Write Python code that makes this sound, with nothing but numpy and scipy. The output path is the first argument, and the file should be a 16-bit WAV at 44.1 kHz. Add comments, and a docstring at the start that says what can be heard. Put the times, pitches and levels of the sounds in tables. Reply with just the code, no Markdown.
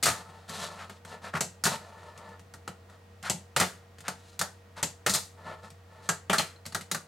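"""Sharp pops, wooden clatter and short rolling scuffs: a fingerboard ridden on a hard tabletop in a small room.
The tail snaps down to pop each trick, and the board clatters back; each contact rings board and table
as decaying modes and damped noise. Wheels and drags are filtered random grains, stamps and axles ring alone.
An appliance hums faintly behind as wavering sines over filtered noise for room air."""
import sys
import numpy as np
from scipy import signal
from scipy.fft import rfft, irfft, next_fast_len
from scipy.io import wavfile

SR = 44100
rng = np.random.default_rng(int(sys.argv[2]) if len(sys.argv) > 2 else 0)


def store_wav(level_fs):
    """Save 16-bit WAV to argv[1]."""
    pcm = np.round(np.clip(np.atleast_2d(level_fs), -1, 1) * 32767)
    wavfile.write(sys.argv[1], SR, pcm.T.astype(np.int16))


N = 311787
TIME = np.arange(N) / SR
AGE = TIME[:SR // 3]  # time since a blow [s]
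MODE_SPREAD_DB = 4  # random spread of mode strengths from spot to spot

# table knock modes: (frequency [Hz], relative level [dB], t60 [s])
TABLE_KNOCK_MODES = [(366, -7, 0.28), (421, -12, 0.42), (642, 7.5, 0.14), (800, -11, 0.037), (886, 3, 0.2),
                     (1153, 0, 0.033)]
# deck modes: (frequency [Hz], relative level [dB], t60 [s])
DECK_RING_MODES = [(1226, -3.5, 0.086), (1276, 13.5, 0.05), (1438, 10.5, 0.03), (1654, -13, 0.03),
                   (1750, 9, 0.055), (1766, -4.5, 0.2)]


def pops():
    """The tail snaps on the table; snaps differ in force and in how freely the deck flexes."""
    # tail snaps: (time [s], force [dB], deck flex [dB])
    snap_hits = [(1.4072, -31, 0.5), (3.2981, -30, -5), (4.8285, -30, -1.5), (6.0899, -30, 11)]
    # table thump, table knock, deck ring, deck clack, hard click: (level above force [dB])
    part_levels_db = np.array([-5, -5, -8, -7, 3])
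    # hard click of the tail: (frequency [Hz], gain [dB])
    snap_spectrum = [(2600, -5), (3600, -5), (4200, 1), (5400, -3.5), (6400, 3.5), (7700, 4), (9500, -5),
                     (12000, -9.5), (14000, -19), (16000, -28)]
    # tail modes: (frequency [Hz], relative level [dB], t60 [s])
    tail_modes = [(3760, -11.5, .1), (6300, -11, 0.088), (7800, 1.5, .1), (8100, 25, 0.091),
                  (7600, 10, 0.11)]
    # deck flexing as its tail strikes: (frequency [Hz], relative level [dB], t60 [s])
    flex_modes = [(1340, -4, 0.07), (1436, -3, 0.051), (1620, -0.5, 0.21)]
    is_deck_ring = np.arange(len(part_levels_db)) == 2
    hits = [(time_s, force_db + part_levels_db + flex_db * is_deck_ring)
            for time_s, force_db, flex_db in snap_hits]
    return blows(hits, snap_spectrum, tail_modes, click_t60=0.21, click_ring_db=-20,
                 deck_modes=flex_modes, deck_ring_db=-3.0, crack=1.4)


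def clacks():
    """Hard contacts click, flat wooden ones knock and ring; the deck edge sounds higher than its middle."""
    # board meets table: (time [s], force [dB], hardness [dB], spot [dB])
    # hardness: + wheels and axles, - flat wood; spot: + edge of the deck, - its middle
    clack_hits = [(0.027, -34, 5.5, -0.5), (0.033, -30.5, 5.5, 3.5), (0.056, -29, 3, -1.5),
                  (0.066, -30, -4.5, -1), (0.075, -38.5, -4, 0), (0.084, -31.5, -2.5, 1.5),
                  (0.494, -48.5, 1.5, 2), (0.896, -52, -8.5, 3.5), (1.049, -54, -6, 1.5),
                  (1.338, -49.5, -17, -2), (1.352, -49, -14, -9), (1.371, -47.5, -5.5, -10),
                  (1.638, -31.5, 6, -4.5), (1.653, -30, 2, 0.5), (1.664, -32, -6.5, 0),
                  (2.176, -59, 4, 4.5), (2.29, -67, -2, 4), (2.394, -61, -3, 2), (2.538, -53, -2, -2),
                  (2.677, -44, -7.5, 0.5), (2.897, -66.5, -4, -4), (3.227, -53.5, 2, 4.5),
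                  (3.563, -28, -4, 1.5), (3.599, -27.5, 0.5, -0.5), (3.611, -30.5, -9, 4),
                  (3.984, -59, -1, 1.5), (4.005, -56.5, 1.5, 2), (4.081, -36, -3, 0),
                  (4.392, -38, 7.5, -0.5), (4.413, -32, -1.5, -2.5), (5.063, -28, -3.5, 1),
                  (5.095, -34.5, 11, -2), (5.137, -37.5, 18, -5), (5.147, -31.5, 4.5, -0.5),
                  (5.703, -60.5, 4.5, 3), (6.297, -32.5, -11, 6), (6.33, -29, -5.5, -3), (6.382, -32, 3, 5),
                  (6.394, -36, -11.5, 4), (6.654, -54.5, -4, 4.5), (6.662, -47, 5, 1),
                  (6.724, -53, -2, -0.5), (6.747, -34.5, -1, -3.5), (6.81, -51, 3, 5.5),
                  (6.914, -34, 3.5, 0), (6.946, -37, -1.5, -2)]
    # table thump, table knock, deck ring, deck clack, hard click:
    # (level above force [dB], gain per hardness [dB/dB], gain per spot [dB/dB])
    part_table = [(-8.5, -0.02, 0.5), (-5.5, -.85, 0), (-1.5, -0.74, -.8), (-5, -0.08, 1.15), (2, .5, 0)]
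    # hard click: (frequency [Hz], gain [dB])
    click_spectrum = [(2600, -41), (3500, -1.5), (4200, 2.5), (5400, -0.5), (6800, 1.5), (8500, 0.5),
                      (10000, -5), (12500, -7), (14000, -20.5), (16000, -19)]
    # wheel and axle modes: (frequency [Hz], relative level [dB], t60 [s])
    truck_modes = [(3520, -12, 0.033), (4030, -4, 0.38), (4560, 1, .08), (6170, -9.5, .08),
                   (6970, 25, 0.027), (8100, 14.5, .08)]
    # light touches are slower, so they keep more of their thump
    landing_db, thump_kept_db_per_db = -29, 0.31
    part_db, per_hardness, per_spot = np.transpose(part_table)
    is_thump = np.arange(len(part_db)) == 0
    hits = []
    for time_s, force_db, hardness_db, spot_db in clack_hits:
        levels_db = force_db + part_db + per_hardness * hardness_db + per_spot * spot_db
        kept_db = thump_kept_db_per_db * (landing_db - force_db)
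        hits.append((time_s, levels_db + is_thump * kept_db))
    return blows(hits, click_spectrum, truck_modes, click_t60=0.12, click_ring_db=-26.0,
                 deck_modes=DECK_RING_MODES, deck_ring_db=-4.5, crack=0.3)


def blows(hits, click_spectrum, click_modes, click_t60, click_ring_db, deck_modes, deck_ring_db, crack):
    """Every contact sounds five parts: table thump, table knock, deck ring, deck clack and hard click."""
    # crowded resonances of table knock, deck ring, deck clack: (frequency [Hz], gain [dB])
    knock_spectrum = [(230, -31.5), (310, -8.5), (390, -0.5), (520, -0.5), (680, 3), (950, -0.5),
                      (1150, -14), (1500, -34)]
    body_spectrum = [(900, -14.5), (1150, 5), (1350, 8), (1650, 3), (1950, 3), (2400, -55)]
    clack_spectrum = [(1500, -17), (2000, 1.5), (2400, -2.5), (2900, -2), (3500, -6), (4500, -44.5)]
    out = np.zeros((2, N))
    for time_s, parts_db in hits:
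        touch = contact(time_s, rise_s=0.00045, held_db=-10.5, choke_s=0.013)
        click = crowd(click_spectrum, click_t60, crack, linger_db=-10, linger_t60=0.3)
        click = click + from_db(click_ring_db) * ring(click_modes, MODE_SPREAD_DB)
        deck_ring = struck(body_spectrum, t60=.1, modes=deck_modes, ring_db=deck_ring_db)
        parts = [thump(),
                 struck(knock_spectrum, t60=.14, modes=TABLE_KNOCK_MODES, ring_db=-9.5),
                 unit_blow(touch * deck_ring),
                 unit_blow(touch * crowd(clack_spectrum, t60=0.13)),
                 unit_blow(touch * click)]
        add(out, time_s, np.tensordot(from_db(parts_db), parts, axes=1))
    return out


def contact(time_s, rise_s, held_db, choke_s):
    """A blow swells for a moment as the parts meet; fingers resting on the board choke its ring."""
    # board tumbles free of the fingers: (start [s], end [s])
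    free_spans = [(0, 0.12), (1.6, 1.72), (3.53, 3.66), (5.03, 5.2), (6.27, 6.43)]
    free = any(start <= time_s <= end for start, end in free_spans)
    left = 1 if free else from_db(held_db)
    return (1 - np.exp(-AGE / rise_s)) * (left + (1 - left) * np.exp(-AGE / choke_s))


def thump():
    """The low boom of the tabletop, which radiates little below its lowest mode."""
    # crowded table resonances: (frequency [Hz], gain [dB])
    thump_spectrum = [(80, 1.5), (115, -4), (160, 3.5), (200, -1), (245, -9.5), (320, -16.5)]
    # table modes: (frequency [Hz], relative level [dB], t60 [s])
    thump_modes = [(124, -2, 0.084), (158.3, -3.5, 0.19), (182.6, -0.5, 0.17), (199, -6, 0.048)]
    rise_s = 0.0024  # the heavy top takes a moment to swing up
    boom = struck(thump_spectrum, t60=0.12, modes=thump_modes, ring_db=-1.5)
    boom = unit_blow(boom * (1 - np.exp(-AGE / rise_s)))
    return high_pass(high_pass(boom, hz=75), hz=75)


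def stamps():
    """Soft fingertips excite only the lowest modes of the table."""
    # fingers stamp the board down: (time [s], level [dB])
    stamp_hits = [(1.341, -33), (1.64, -34.5), (1.651, -42), (1.713, -39.5), (2.676, -51), (3.611, -30),
                  (5.096, -36), (6.296, -35)]
    out = np.zeros((2, N))
    for time_s, db in stamp_hits:
        add(out, time_s, from_db(db) * thump())
    return out


def wheels(rumble_db, scuff_db, ring_db):
    """Rolling wheels drum on the table; when they slip sideways they hiss."""
    # pushes: (start [s], end [s], relative rumble level [dB], scuff relative to rumble [dB])
    push_table = [(0.082, 0.229, -40, -6), (0.187, 0.514, -50, -7), (0.479, 0.696, -40, 4),
                  (0.583, 0.748, -46.5, -4), (0.684, 0.885, -44, -5.5), (0.878, 0.99, -56.5, 1.5),
                  (1.053, 1.155, -47.5, -2), (1.105, 1.192, -43, -13), (1.216, 1.303, -42, -6),
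                  (1.677, 1.771, -35, 0), (1.737, 1.908, -49.5, -7.5), (1.884, 2.126, -48.5, -9.5),
                  (2.072, 2.38, -49, -13), (2.883, 2.97, -55, -6), (3.241, 3.299, -44.5, 6),
                  (4.154, 4.383, -67.5, 11), (4.763, 4.811, -40, -0.5), (5.124, 5.201, -32, -4.5),
                  (5.367, 5.628, -48, -12.5), (5.455, 5.553, -42.5, -15.5), (5.622, 5.695, -46.5, -5),
                  (5.89, 6.035, -51, -11), (6.023, 6.116, -52, 0.5)]
    # wheel rumble: (frequency [Hz], gain [dB])
    rumble_spectrum = [(70, -37.5), (130, -6), (190, 4), (290, -15.5), (420, -3.5), (680, 2.5), (950, -3),
                       (1350, -1), (1800, -17), (2500, -18), (5000, -25)]
    # sideways scuff: (frequency [Hz], gain [dB])
    scuff_spectrum = [(1200, -1), (2200, -5), (3100, -2.5), (4100, 1), (5200, -4.5), (7500, -5),
                      (10000, -10.5), (12500, -18), (15500, -30.5)]
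    level = sum(from_db([[db], [db + slip_db]]) * swell(start, end, shape=0.51)
                for start, end, db, slip_db in push_table)
    bumps = grains(per_s=1100, spread_db=1.5)
    modes = ring(TABLE_KNOCK_MODES, MODE_SPREAD_DB) + ring(DECK_RING_MODES, MODE_SPREAD_DB)
    ringing = rms_one(signal.fftconvolve(bumps, modes)[:N])
    rumble = rms_one(coloured(bumps, rumble_spectrum) + from_db(ring_db) * ringing)
    scuff = coloured(grains(per_s=4300, spread_db=2), scuff_spectrum)
    # the wheels bite unevenly, and the weight of the fingers wanders
    grip = from_db(1.8 * drift(60) + 1.5 * drift(20))
    return grip * (from_db(rumble_db) * level[0] * rumble + from_db(scuff_db) * level[1] * scuff)


def drags():
    """The board sticks and slips under the fingers in a swell of tiny knocks."""
    # drags: (start [s], end [s], level [dB])
    drag_table = [(0.77, 0.853, -44), (1.23, 1.311, -45), (1.333, 1.387, -34), (3.234, 3.3, -37),
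                  (4.037, 4.115, -44.5), (4.758, 4.836, -47.5)]
    # rasp of the board: (frequency [Hz], gain [dB])
    rasp_spectrum = [(350, -17), (700, 2), (1000, 2.5), (1400, 7), (1900, 2.5), (2700, -4), (4200, -10),
                     (9000, -18.5), (15000, -34)]
    level = sum(from_db(db) * swell(start, end, shape=0.6) for start, end, db in drag_table)
    return level * coloured(grains(per_s=3000, spread_db=2.5), rasp_spectrum)


def pings():
    """Some touches catch a metal axle, which rings briefly."""
    # axle strikes: (time [s], level [dB])
    ping_hits = [(6.385, -27.5), (6.562, -60), (6.656, -49), (6.723, -54)]
    # axle modes: (frequency [Hz], relative level [dB], t60 [s])
    axle_modes = [(4130, 0, .06), (4290, -3, .045), (4480, -7, .04)]
    out = np.zeros(N)
    for time_s, db in ping_hits:
        add(out, time_s, from_db(db) * ring(axle_modes, spread_db=11))
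    return out


def room(x, wet_db, count=8):
    """Close reflections and a short tail, drawn afresh for each of count equal stretches."""
    # nearby surfaces: (delay [s], level [dB])
    echo_table = [(.0014, -43.5), (.0085, -31)]
    treble = high_pass(x, hz=3240)  # small surfaces throw back only the short waves
    early = sum(from_db(db) * np.roll(treble, int(delay_s * SR), axis=1) for delay_s, db in echo_table)
    late = np.zeros((2, N + SR))
    for stretch in np.array_split(np.arange(N), count):
        wet = signal.fftconvolve(x[:, stretch], room_tail(build_s=0.0018), axes=1)
        late[:, stretch[0]:stretch[0] + wet.shape[1]] += wet
    return x + early + from_db(wet_db) * late[:, :N]


def room_tail(build_s):
    """A diffuse stereo tail of unit energy, each band dying at its own rate."""
    # room decay: (frequency [Hz], t60 [s])
    decay_table = [(150, 0.33), (500, 0.2), (1500, 0.25), (4000, 0.25), (8000, 0.23), (14000, 0.18)]
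    age = TIME[:SR // 2]
    edges_hz = np.geomspace(60, 18000, 11)
    spectrum = rfft(stereo_noise(len(age), side_db=-9.5))
    bins_hz = np.fft.rfftfreq(len(age), 1 / SR)
    hz, t60 = np.transpose(decay_table)
    tail = 0
    for low, high in zip(edges_hz, edges_hz[1:]):
        band = irfft(spectrum * (bins_hz >= low) * (bins_hz < high), len(age))
        band_t60 = np.interp(np.log(low * high) / 2, np.log(hz), t60)
        tail = tail + band * from_db(-60 * age / band_t60)
    return rms_one(tail * (1 - np.exp(-(age / build_s) ** 2))) / np.sqrt(len(age))


def background(hum_db, waver_db):
    """A slightly unsteady motor hum over the quiet air of the room."""
    # hum lines: (frequency [Hz], relative level [dB])
    hum_lines = [(91.5, -54), (199.2, -69), (473.7, -63), (667.5, -72), (1884, -73)]
    # room air: (frequency [Hz], gain [dB])
    air_spectrum = [(25, -23), (48, -14), (65, -11.5), (88, -0.5), (115, -9), (190, -7), (280, -14.5),
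                    (460, -13.5), (700, -12.5), (1800, -21), (4000, -27.5), (8000, -34), (11000, -39.5),
                    (16000, -38)]
    air_db = -59
    hum = 0
    for hz, db in hum_lines:
        waver, phase_rad = drift(16), .4 * drift(16)
        hum = hum + from_db(db + waver_db * waver) * np.sin(2 * np.pi * hz * TIME + phase_rad)
    air = coloured(stereo_noise(N, side_db=-8), air_spectrum)
    return from_db(hum_db) * hum + from_db(air_db) * air


def ring(modes, spread_db):
    """Each blow lands on another spot, so each decaying mode gets a random strength and sign."""
    hz, db, t60 = np.transpose(modes)[:, :, None]
    strength = from_db(db + spread_db * rng.standard_normal(db.shape)) * rng.choice([-1, 1], db.shape)
    decay = from_db(-60 * AGE / t60)
    return unit_blow(np.sum(strength * decay * np.sin(2 * np.pi * hz * AGE), axis=0))


def crowd(spectrum, t60, crack=0.14, linger_db=-18, linger_t60=0.37, crack_s=0.00088):
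    """Resonances too close to tell apart: a crack at contact, a quick decay, a faint diffuse afterglow."""
    direct = from_db(-60 * AGE / t60) + crack * np.exp(-(AGE / crack_s) ** 2)
    afterglow = from_db(linger_db - 60 * AGE / linger_t60)
    noise = coloured(stereo_noise(len(AGE), side_db=-17.0), spectrum)
    return unit_blow(noise * np.hypot(direct, afterglow))


def struck(spectrum, t60, modes, ring_db):
    """A short crack of crowded resonances, out of which a few clear modes ring on."""
    return unit_blow(crowd(spectrum, t60) + from_db(ring_db) * ring(modes, MODE_SPREAD_DB))


def grains(per_s, spread_db):
    """Tiny bumps of uneven size and random sign at random moments."""
    sizes = from_db(spread_db * np.minimum(rng.exponential(1, N), 4)) * rng.choice([-1, 1], N)
    return sizes * (rng.random(N) < per_s / SR)


def swell(start, end, shape):
    """Rises from rest and comes back to rest: half a sine raised to the power shape."""
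    return np.abs(np.sin(np.pi * np.clip((TIME - start) / (end - start), 0, 1))) ** shape


def drift(rate_hz):
    """A slow random wander through normal knots of spread 1, rate_hz knots per second."""
    knots = rng.standard_normal(1024)
    return np.interp(TIME * rate_hz, np.arange(len(knots)), knots)


def stereo_noise(size, side_db):
    """Diffuse sound on two closely spaced microphones: shared noise plus opposed side noise."""
    mid, side = rng.standard_normal((2, size))
    return mid + from_db(side_db) * side * [[1], [-1]]


def from_db(db):
    """Decibels to amplitude ratio."""
    return 10 ** (np.asarray(db) / 20)


def rms_one(x):
    """Scales to rms 1."""
    return x / np.sqrt(np.mean(x ** 2) + 1e-20)


def unit_blow(x):
    """Scales a ring to rms 1 over its first 20 ms."""
    return x / np.sqrt(np.mean(x[..., :SR // 50] ** 2) + 1e-20)


def shaped(x, spectrum):
    """Filters by gains (frequency [Hz], gain [dB]), -80 dB beyond both ends."""
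    hz, db = np.transpose(spectrum)
    size = next_fast_len(x.shape[-1])
    bins_hz = np.maximum(np.fft.rfftfreq(size, 1 / SR), 1)
    gain = from_db(np.interp(np.log(bins_hz), np.log(hz), db, left=-80, right=-80))
    return irfft(rfft(x, size) * gain, size)[..., :x.shape[-1]]


def coloured(x, spectrum):
    """Filters by the spectrum, then scales to rms 1."""
    return rms_one(shaped(x, spectrum))


def high_pass(x, hz):
    """Removes the long waves, 12 dB per octave."""
    return signal.sosfilt(signal.butter(2, hz, "high", fs=SR, output="sos"), x)


def add(out, time_s, sound):
    """Mixes a sound in from time_s on."""
    start = max(int(time_s * SR), 0)
    out[..., start:start + sound.shape[-1]] += sound[..., :N - start]


def scene():
    """The board plays a little to the left of the microphones."""
    board = pops() + clacks() + stamps() + pings() + drags()
    board = board + wheels(rumble_db=-2.5, scuff_db=-6.0, ring_db=-4)
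    pan = from_db(0.4 * np.array([[1], [-1]]))
    return room(board, wet_db=-10.5) * pan + background(hum_db=1.0, waver_db=0.3)


def record(dry):
    """The microphone pair filters the left-right difference, rounds the peaks and cuts the top."""
    # left-right difference passed: (frequency [Hz], gain [dB])
    width_gains = [(20, 2.5), (60, -10.5), (140, -19.5), (260, 2.5), (1000, 4.5), (4000, 3.5), (8500, 4.5),
                   (10500, 11.5), (12000, -5), (17000, -7.5)]
    cutoff_hz = 16200
    mid = (dry[0] + dry[1]) / 2
    side = shaped((dry[0] - dry[1]) / 2, width_gains)
    ceiling = .48
    rounded = ceiling * np.tanh(np.array([mid + side, mid - side]) / ceiling)
    return signal.sosfilt(signal.ellip(10, .1, 80, cutoff_hz, fs=SR, output="sos"), rounded)


dry = scene()
out = record(dry)
store_wav(out)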